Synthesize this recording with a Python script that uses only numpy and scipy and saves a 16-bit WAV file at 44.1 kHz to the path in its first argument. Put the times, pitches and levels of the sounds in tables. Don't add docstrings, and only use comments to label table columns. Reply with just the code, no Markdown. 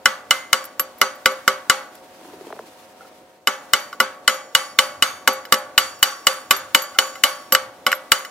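import sys
import numpy as np
from scipy import signal
from scipy.fft import rfft, irfft, next_fast_len
from scipy.io import wavfile
from scipy.ndimage import uniform_filter1d

SR = 44100
rng = np.random.default_rng(int(sys.argv[2]) if len(sys.argv) > 2 else 0)


def put_to_file(sound):
    columns = np.atleast_2d(sound).T
    safe = np.clip(columns, -1, 1)
    whole_steps = np.round(safe * 32767)
    wavfile.write(sys.argv[1], SR, whole_steps.astype(np.int16))


N = 366030


def gain_of(db):
    return 10 ** (np.asarray(db) / 20)


def evened(x):
    return x / np.sqrt(np.mean(x ** 2) + 1e-20)


def read(points, hz):
    f, value = np.transpose(points)
    return np.interp(np.log(hz + 1), np.log(f + 1), value)


def add(mix, start_s, sound):
    part = mix[..., round(start_s * SR):][..., :sound.shape[-1]]
    part += sound[..., :part.shape[-1]]


def ring(modes, db, spread_db, detune, buzz_db, rise_s, seconds):
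    hz, mode_db, t60 = np.transpose(modes)[..., None]
    t = np.arange(round(seconds * SR)) / SR
    share, pitch, phase = rng.standard_normal((3, len(modes), 1))
    steps = rng.standard_normal((len(modes), round(seconds * 60) + 2))
    buzz = np.array([np.interp(t, np.arange(len(v)) / 60, v) for v in steps])
    level = gain_of(db + mode_db + spread_db * share + buzz_db * buzz - 60 * t / abs(t60))
    sines = np.sin(2 * np.pi * hz * (1 + detune * pitch) * t + phase)
    return (level * sines).sum(0) * (1 - np.exp(-t / rise_s))


def burst(colour, t60, tilt_db, flicker_db, same, seconds):
    white = rng.standard_normal((2, round(seconds * SR)))
    hz, t, z = signal.stft(white, SR, nperseg=256, noverlap=192)
    shape = gain_of(read(colour, hz) + tilt_db * np.log2((hz + 100) / 2000))
    jolts = evened(uniform_filter1d(rng.standard_normal(z.shape[1:]), size=24, axis=0))
    right = same * z[0] + np.sqrt(1 - same ** 2) * z[1]
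    z = np.array([z[0], right])
    decay_db = -60 * t / read(t60, hz)[:, None]
    z *= evened(shape)[:, None] * gain_of(flicker_db * jolts + decay_db)
    return signal.istft(z, SR, nperseg=256, noverlap=192)[1]


# time_s, level_db
RUMBLE_LEVEL = [(0.0, -66), (1.23, -72), (1.55, -65), (1.92, -75), (2.36, -66.5), (3.47, -76.5),
                (3.65, -76), (4.64, -74), (4.99, -58), (5.52, -71), (5.85, -60), (6.24, -72), (6.63, -58),
                (7.03, -74), (7.74, -61), (8.3, -95.5)]


def rumble():
    band = signal.butter(2, [78, 135], "band", fs=SR, output="sos")
    low = signal.sosfilt(band, rng.standard_normal((3, N)))
    level_db = np.interp(np.arange(N) / SR, *np.transpose(RUMBLE_LEVEL))
    return gain_of(level_db) * evened(low[0] + .5 * low[1:])


# frequency_hz, relative density_db (per Hz)
YARD_COLOUR = [(18, -53), (30, -22.5), (138, -16.5), (287, -2.5), (426, -7.5), (526, -1), (666, -10.5),
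               (740, -12.5), (801, -7.5), (2410, -18.5), (3400, -20.5), (14400, -31), (16000, -31.5)]
# time_s, relative low wash level_db, relative hiss level_db
YARD_LEVEL = [(0.0, -48, -55), (1.6, -48.5, -49), (2.01, -47, -50.5), (2.52, -47, -48),
              (2.75, -49.5, -50.5), (3.07, -48, -52), (3.28, -50.5, -56.5), (3.47, -56.5, -62.5),
              (3.65, -46, -50), (4.4, -48.5, -57), (4.8, -47.5, -53), (5.6, -45.5, -53), (6.2, -48.5, -50),
              (7.2, -47, -48), (7.8, -47.5, -54), (8.3, -47.5, -51)]
# frequency_hz, likeness (ratio)
YARD_LIKENESS = [(60, .8), (240, 0.97), (950, 0.57), (3770, 0.054), (15000, 0.15)]


def yard_noise():
    frames, hz = N // 256 + 5, np.fft.rfftfreq(1024, 1 / SR)
    a, b, c, d, patches = rng.standard_normal((frames, 513, 5)).T
    patches = evened(uniform_filter1d(uniform_filter1d(patches, size=12, axis=0), size=8, axis=1))
    s, wash_db, hiss_db = np.transpose(YARD_LEVEL)
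    wash_db, hiss_db = (np.interp(np.arange(frames) * 256 / SR, s, v) for v in (wash_db, hiss_db))
    hiss_db = hiss_db + 1.5 * evened(uniform_filter1d(rng.standard_normal(frames), size=5))
    shape, low = gain_of(read(YARD_COLOUR, hz)), 1 / (1 + (hz / 2000) ** 2)
    wash = np.outer(evened(shape * low), gain_of(wash_db))
    hiss = np.outer(evened(shape * (1 - low)), gain_of(hiss_db))
    same = np.clip(read(YARD_LIKENESS, hz), -1, 1)[:, None]
    left = a + 1j * b
    right = same * left + np.sqrt(1 - same ** 2) * (c + 1j * d)
    z = np.array([left, right]) * (wash + hiss) * gain_of(0.5 * patches)
    unit = np.sqrt(np.mean(signal.istft(left, nperseg=1024, noverlap=768)[1] ** 2))
    return gain_of(-2.5) * signal.istft(z, nperseg=1024, noverlap=768)[1][:, :N] / unit


# pitch_hz, relative level_db
HUM_PARTIALS = [(533, -59), (635, -60.5), (732, -56.5), (834, -81), (931, -63.5)]


def hum():
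    t = np.arange(N) / SR
    drift = rng.standard_normal((len(HUM_PARTIALS), N))
    waver = evened(uniform_filter1d(drift, size=4000, axis=1))
    tones = sum(gain_of(db + 1.0 * w) * np.sin(2 * np.pi * f * t + 0.83 * w)
                for (f, db), w in zip(HUM_PARTIALS, waver))
    s, wash_db, _ = np.transpose(YARD_LEVEL)
    return tones * gain_of(np.interp(t, s, wash_db) + 53.5)


# start_s, level_db, end pitch_hz, start pitch (factor), t60_s
POP_EVENTS = [(2.212, -36, 525, 3.9, 0.036), (2.249, -33, 750, 3.5, 0.025), (2.299, -37, 730, 2.4, 0.03),
              (2.335, -30, 383, 2.7, 0.044), (2.41, -28, 343, 3.2, 0.032), (2.469, -25.5, 328, 2.4, 0.037),
              (2.504, -26.5, 600, 2.4, 0.045), (2.526, -22.5, 656, 3.9, 0.04),
              (2.564, -32, 586, 2.5, 0.049), (2.591, -23, 613, 4.4, 0.037)]


def pops():
    mix, t = np.zeros(N), np.arange(3000) / SR
    for s, db, hz, start, t60 in POP_EVENTS:
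        turns = np.cumsum(hz * (1 + (start - 1) * np.exp(-t / 0.0011))) / SR
        glide = np.minimum(t / 0.001, 1) * np.sin(2 * np.pi * turns)
        add(mix, s, gain_of(db - 60 * t / abs(t60)) * glide)
        thud_hz = 330 + 350 * (s - 2.25)
        thud = np.minimum(t / 0.0025, 1) * np.sin(2 * np.pi * thud_hz * t)
        add(mix, s + 0.00346, gain_of(db - 2.0 - 60 * t / 0.037) * thud)
        tick = uniform_filter1d(rng.standard_normal(len(t)), size=6)
        add(mix, s, gain_of(db - 10 - 60 * t / 0.025) * tick)
    busy = np.interp(np.arange(N) / SR, [2.15, 2.25, 2.6, 2.75], [0, 1, 1, 0])
    grains = (rng.random(N) < 320 / SR) * rng.standard_normal(N) * busy
    tones = sum(part * np.sin(2 * np.pi * hz * t) for hz, part in [(330, 1), (950, 0.72), (2600, 0.12)])
    grain = gain_of(-44.5 - 60 * t / 0.024) * tones
    high_pass = signal.butter(2, 160, "high", fs=SR, output="sos")
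    return signal.sosfilt(high_pass, mix + signal.oaconvolve(grains, grain)[:N])


# start_s, level_db
CLINK_EVENTS = [(3.0066, -33), (3.047, -41.5), (6.9546, -25.5), (7.1561, -29.5)]
# pitch_hz, level_db (about the clink), t60_s
CLINK_MODES = [(1325, 11.5, 0.035), (1420, 4, 0.043), (2095, -15, 0.14), (778, -7, 0.15)]


def clinks(mix):
    for s, db in CLINK_EVENTS:
        add(mix, s, ring(CLINK_MODES, db, 1.1, 0.0031, 1.1, 0.01, 0.066))


# frequency_hz, relative density_db (per Hz)
CRACK_COLOUR = [(24, -56.5), (40, -51), (896, -17), (1410, 4), (2440, -4), (2980, -6), (7360, -11.5),
                (8130, -13), (11600, -21), (16000, -23)]
SNAP_T60 = .021


def crack(db, tilt_db, t60):
    noise = burst(CRACK_COLOUR, [(100, 0.16), (16000, 0.033)], tilt_db, 4.44, 0.68, 0.057)
    return gain_of(db - 60 * np.arange(noise.shape[1]) / SR / t60) * noise


# start_s, snap level_db, treble tilt_db (per octave), head ring level_db
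KNOCK_EVENTS = [(0.642, -27.5, 8, -75), (0.6514, -45, 10.5, -60.5), (0.9827, -56, 12.5, -74.5),
                (1.1544, -57.5, 8.5, -69), (1.952, -35.5, 5.5, -62), (3.928, -24.5, -5, -33.5),
                (4.2958, -20, -2.5, -25), (5.4526, -31, -.5, -40), (5.5414, -11, 0.5, -23),
                (5.9904, -50, 7, -65), (6.948, -49, -5, -43), (7.1547, -38, -3, -37.5),
                (7.2616, -30.5, -5, -29), (7.9282, -13, -4.5, -24), (8.249, -29.5, -2, -33.5)]


def knocks(mix):
    for s, db, tilt_db, head_db in KNOCK_EVENTS:
        add(mix, s, crack(db, tilt_db, SNAP_T60))
        octaves = np.log2(np.transpose(HEAD_MODES)[0][:, None] / 2000)
        add(mix, s, ring(HEAD_MODES, head_db + tilt_db * octaves, 1.9, 0.0032, 1.5, 0.0011, 0.18))


# pitch_hz, level_db (about the ping)
PING_MODES = [(12665, 0), (7385, -14)]


def ping(db):
    modes = [(hz, mode_db, 0.068) for hz, mode_db in PING_MODES]
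    return ring(modes, db, 0.59, .001, 2.1, 0.0025, 0.6)


# start_s, ping level_db
LANDING_EVENTS = [(1.3164, -35), (3.7983, -37), (4.342, -30), (5.0789, -40), (5.3283, -25), (5.5812, -31),
                  (6.329, -33.5), (6.564, -19.5), (6.8197, -18.5), (7.0663, -38.5), (7.29, -35),
                  (7.9483, -25), (8.1823, -32)]


def landings(mix):
    for s, db in LANDING_EVENTS:
        add(mix, s, ping(db))
        add(mix, s, crack(db - 9.5, 6.0, SNAP_T60))


# frequency_hz, relative density_db (per Hz)
RATTLE_COLOUR = [(24, -78.5), (40, -28), (312, -13.5), (392, -22), (455, -19), (516, -5.5), (715, -10),
                 (1300, -4), (2570, -17), (2910, -12.5), (13100, -35.5), (14800, -34.5), (16000, -64)]
# frequency_hz, t60_s
RATTLE_DECAY = [(100, 0.27), (500, 0.13), (1300, 0.51), (3000, 0.34), (7000, 0.33), (14000, 0.4)]


def rattle(force_db, tilt_db):
    return gain_of(force_db) * burst(RATTLE_COLOUR, RATTLE_DECAY, tilt_db, 1.5, 0.3, 0.45)


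SHIMMER_HZ = np.sort(rng.uniform(1500, 15300, size=70))


def shimmer(force_db, tilt_db, square):
    octaves = np.log2(SHIMMER_HZ / 2000)
    t60 = 0.35 + 0.18 * square - 0.054 * octaves
    modes = np.transpose([SHIMMER_HZ, (tilt_db - 5.0) * octaves, t60])
    return ring(modes, force_db - 23.5, 5.3, .0005, 0.83, 0.0041, 0.31)


def spread(shares, square, place, modes):
    hz, *corners_db = np.transpose(shares)
    weights = np.outer([1 - place, place], [1 - square, square]).ravel()
    db = weights @ np.array(corners_db)
    return read(np.transpose([hz, db]), np.transpose(modes)[0])[:, None]


# pitch_hz, level_db (about the blow's there), t60_s
BAR_MODES = [(4621, -1, .45), (4640, -5, .36), (5539, 3, 1.3), (5809, -1, .25), (6051, 0.1, .35),
             (6936, 0, .6), (6955, -9, .5), (7370, -5, .3), (7935, -9, .44), (8236, -9, .38),
             (8920, -5, .3), (9235, 0.1, .5), (9256, -6, .5), (10180, -4, .5), (10812, 0.1, .75),
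             (14990, -6, .6)]
# pitch_hz, level_db of a glancing and of a square blow at the start of the bead,
# level_db of the same two at its end
BAR_SHARES = [(4547, -1, -0.5, -3, 6), (5539, -30, -24.5, -25.5, -18.5), (5840, -7.5, -2.5, -8.5, -4),
              (7060, -9.5, -3, -5.5, -2), (9290, -21.5, -11, -9, -6.5), (10812, -27, -21.5, -24.5, -17)]


def bar(s, next_s, bar_db, square, place):
    level_db = bar_db + spread(BAR_SHARES, square, place, BAR_MODES)
    sound = ring(BAR_MODES, level_db, 1.9, 0.00015, 1.6, 0.0018, .6)
    t = np.arange(len(sound)) / SR
    after_next = np.maximum(s + t - next_s, 0)
    glance_damp = 69.5 * (1 - square)
    return sound * gain_of(-60 * after_next / .08 - glance_damp * t)


# pitch_hz, level_db (about the blow's there), t60_s
TABLE_MODES = [(217, 2, 0.14), (272.4, 5, 0.092), (396, -4.5, 0.25), (528.6, -0.2, 0.39), (590, -10, 0.62),
               (767, -4, 0.15), (829, -10, 0.6), (907, 3, 0.11), (1122, -7.5, 0.82), (1157, -6, 0.64),
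               (1356, -18, .35), (1517, -5, 0.25), (1470, -9.5, 0.69), (1980, -5, 0.56), (2213, 3, 0.39),
               (2320, -4.5, 0.33), (3020, -2, .42)]
# pitch_hz, level_db of a glancing and of a square blow at the start of the bead,
# level_db of the same two at its end
TABLE_SHARES = [(245.5, -5.5, -13.5, 4, -14), (528, 8.5, 1.5, 12, 2.5), (1160, -.5, 1.5, -1.5, 3.5),
                (2207, -4, -2.5, -12.5, -10), (2977, -24.5, -2, -8, -3.5)]


def table(table_db, square, place):
    level_db = table_db + spread(TABLE_SHARES, square, place, TABLE_MODES)
    return ring(TABLE_MODES, level_db, 2.4, 0.0013, 3.25, 0.0022, 0.65)


# pitch_hz, level_db (about the blow's there), t60_s
HEAD_MODES = [(1148.4, -4, 0.096), (1302, -11.5, 0.2), (1408, 5, 0.042), (1479, -2.5, 0.081),
              (1740, -28, 0.027), (2054, 5.5, 0.044), (2134, 3.5, 0.013), (2956, 7, 0.038),
              (3754, -5, 0.053), (4094, -3.5, 0.069), (5036, 2.5, 0.04), (5226, 2.5, 0.036),
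              (5950, -2, 0.035), (7370, 1.9, 0.049), (9060, -5.5, .05), (11330, 1.5, 0.044),
              (13300, -1, .04), (15100, 5, 0.026)]
# pitch_hz, level_db of a glancing and of a square blow at the start of the bead,
# level_db of the same two at its end
HEAD_SHARES = [(1170, 13, 12, 27.5, 9), (1440, 17.5, 12, 7, 1), (1930, 12, 12, 3.5, 0),
               (3140, 8, 16.5, 7, 16.5), (5130, 6, 5, 5.5, 1.5), (7270, 5, 10.5, 10.5, 10),
               (11800, 3.5, 2.5, 13, 6.5), (14060, -18.5, -21.5, -10, -4)]


def head(force_db, square, place):
    level_db = force_db + spread(HEAD_SHARES, square, place, HEAD_MODES)
    return ring(HEAD_MODES, level_db, 0.37, 0.0062, 0.41, 0.00028, 0.38)


def crumble(crack_db, tilt_db):
    t60 = [(300, 0.033), (3000, 0.089), (14000, 0.088)]  # (Hz, s)
    return gain_of(crack_db - 22.5) * burst(CRACK_COLOUR, t60, tilt_db, 0.68, 0.78, 0.1)


def strike(mix, next_s, s, force_db, crack_db, square, place, table_db, bar_db, ping_db):
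    tilt_db = 2.35 * square
    add(mix, s, crack(crack_db, tilt_db, 0.015))
    add(mix, s, crumble(crack_db, tilt_db))
    add(mix, s, head(force_db, square, place))
    add(mix, s, table(table_db, square, place))
    add(mix, s, bar(s, next_s, bar_db, square, place))
    add(mix, s, shimmer(force_db, tilt_db, square))
    add(mix, s, rattle(force_db, tilt_db))
    add(mix, s, ping(ping_db))


# start_s, force level_db, crack level_db, squareness (0 glancing - 1 square),
# place along the bead (0-1), table level_db, bar level_db, ping level_db
BLOW_EVENTS = [(0.0579, -22, 0, 0.37, 0, -33, -32.5, -38), (0.3089, -23, -2, .95, 0, -34, -35.5, -43),
               (0.5305, -24, 1.5, .6, 0.3, -33, -29.5, -29),
               (0.7964, -35.5, -7.5, 0.17, 0.67, -42, -37.5, -8.5),
               (1.0152, -22.5, 1, .17, 0.21, -30.5, -25.5, -41),
               (1.2587, -23, -1, .23, 0.23, -30, -29, -38), (1.4784, -23, -1, 0.13, 0.4, -31.5, -29.5, -37),
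               (1.6983, -21.5, 3.5, 0.45, .2, -31, -29, -38),
               (3.473, -24, -6, 0.42, 0.3, -33.5, -31.5, -34), (3.735, -23, 0, 0.84, .1, -32, -30.5, -36),
               (4.0019, -23, -4, 0.069, 0.31, -31, -28.5, -18),
               (4.278, -21.5, -2, 0.64, 0.28, -29, -27.5, -32), (4.5506, -22, 4, 1, 0.6, -30.5, -29, -43),
               (4.789, -21, 4, 0.78, 0.5, -29.5, -30, -26), (5.024, -21.5, -1, 1, .5, -31, -30.5, -35),
               (5.2758, -22.5, 2, 0.35, 0.55, -27.5, -26, -18),
               (5.524, -23.5, 4, 0.21, 0.93, -30, -27.5, -17), (5.7791, -20.5, 2, 1, 0.7, -31.5, -29, -15),
               (6.0285, -21, 3, 1, 0.97, -32.5, -30, -15),
               (6.2693, -21.5, 2.5, 0.86, 0.9, -31.5, -29.5, -24),
               (6.5092, -21, 5, 0.56, 0.73, -32.5, -28, -17), (6.7483, -21.5, 5, .9, .7, -28, -30.5, -14),
               (6.9875, -22.5, 2, 0.93, 1, -30.5, -29.5, -30), (7.2376, -20.5, 1, 1, 0.9, -28.5, -32, -19),
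               (7.523, -27.5, -9, 0.49, 1, -32, -24.5, -3.5), (7.5497, -26, 1.5, 0.47, .4, -42, -35, -40),
               (7.8654, -24.5, -9.5, 0.34, 0.47, -30.5, -43, -38),
               (7.9171, -33.5, -14.5, 0.68, 0.8, -55, -63, -21),
               (8.1192, -21.5, 8, 0.77, .8, -34.5, -28, -27)]


def hammering():
    mix = np.zeros((2, N))
    next_starts = [later[0] for later in BLOW_EVENTS[1:]] + [N / SR]
    for row, next_s in zip(BLOW_EVENTS, next_starts):
        strike(mix, next_s, *row)
    landings(mix)
    knocks(mix)
    clinks(mix)
    return mix


# frequency_hz, left lead_rad
PORT_LEAD = [(0, -1), (3010, 0.4), (3620, 0.9), (4650, 8), (6120, 7), (6980, 4.5), (7580, 4), (8270, 7.5),
             (9220, 8), (10600, 7.5), (11400, 0.7), (14700, 1.5), (15200, -9.5), (15900, 11)]
# frequency_hz, left over right level_db
PORT_LEAN = [(60, 0.5), (110, -0.5), (200, 1), (380, 0.5), (700, 1), (1290, -0.5), (2380, -1), (4400, -1),
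             (8120, 2.5), (15000, 0.5)]


def ports(near):
    size = next_fast_len(N + 4096)
    hz = np.fft.rfftfreq(size, 1 / SR)
    port = gain_of(read(PORT_LEAN, hz) / 2) * np.exp(.5j * read(PORT_LEAD, hz))
    return irfft(rfft(near, size) * np.array([port, 1 / port]), size)[:, :N]


def scene():
    return ports(hammering() + pops()) + yard_noise() + hum() + rumble()


def record(dry):
    high_pass = signal.butter(1, 50, "high", fs=SR, output="sos")
    wet = signal.sosfilt(high_pass, np.clip(dry, -1.1, 1.1))
    taps = signal.firwin(151, 15900, window=("kaiser", 7), fs=SR)
    return signal.oaconvolve(np.clip(wet, -1, 1), taps[None], "same")


dry = scene()
out = record(dry)
put_to_file(out)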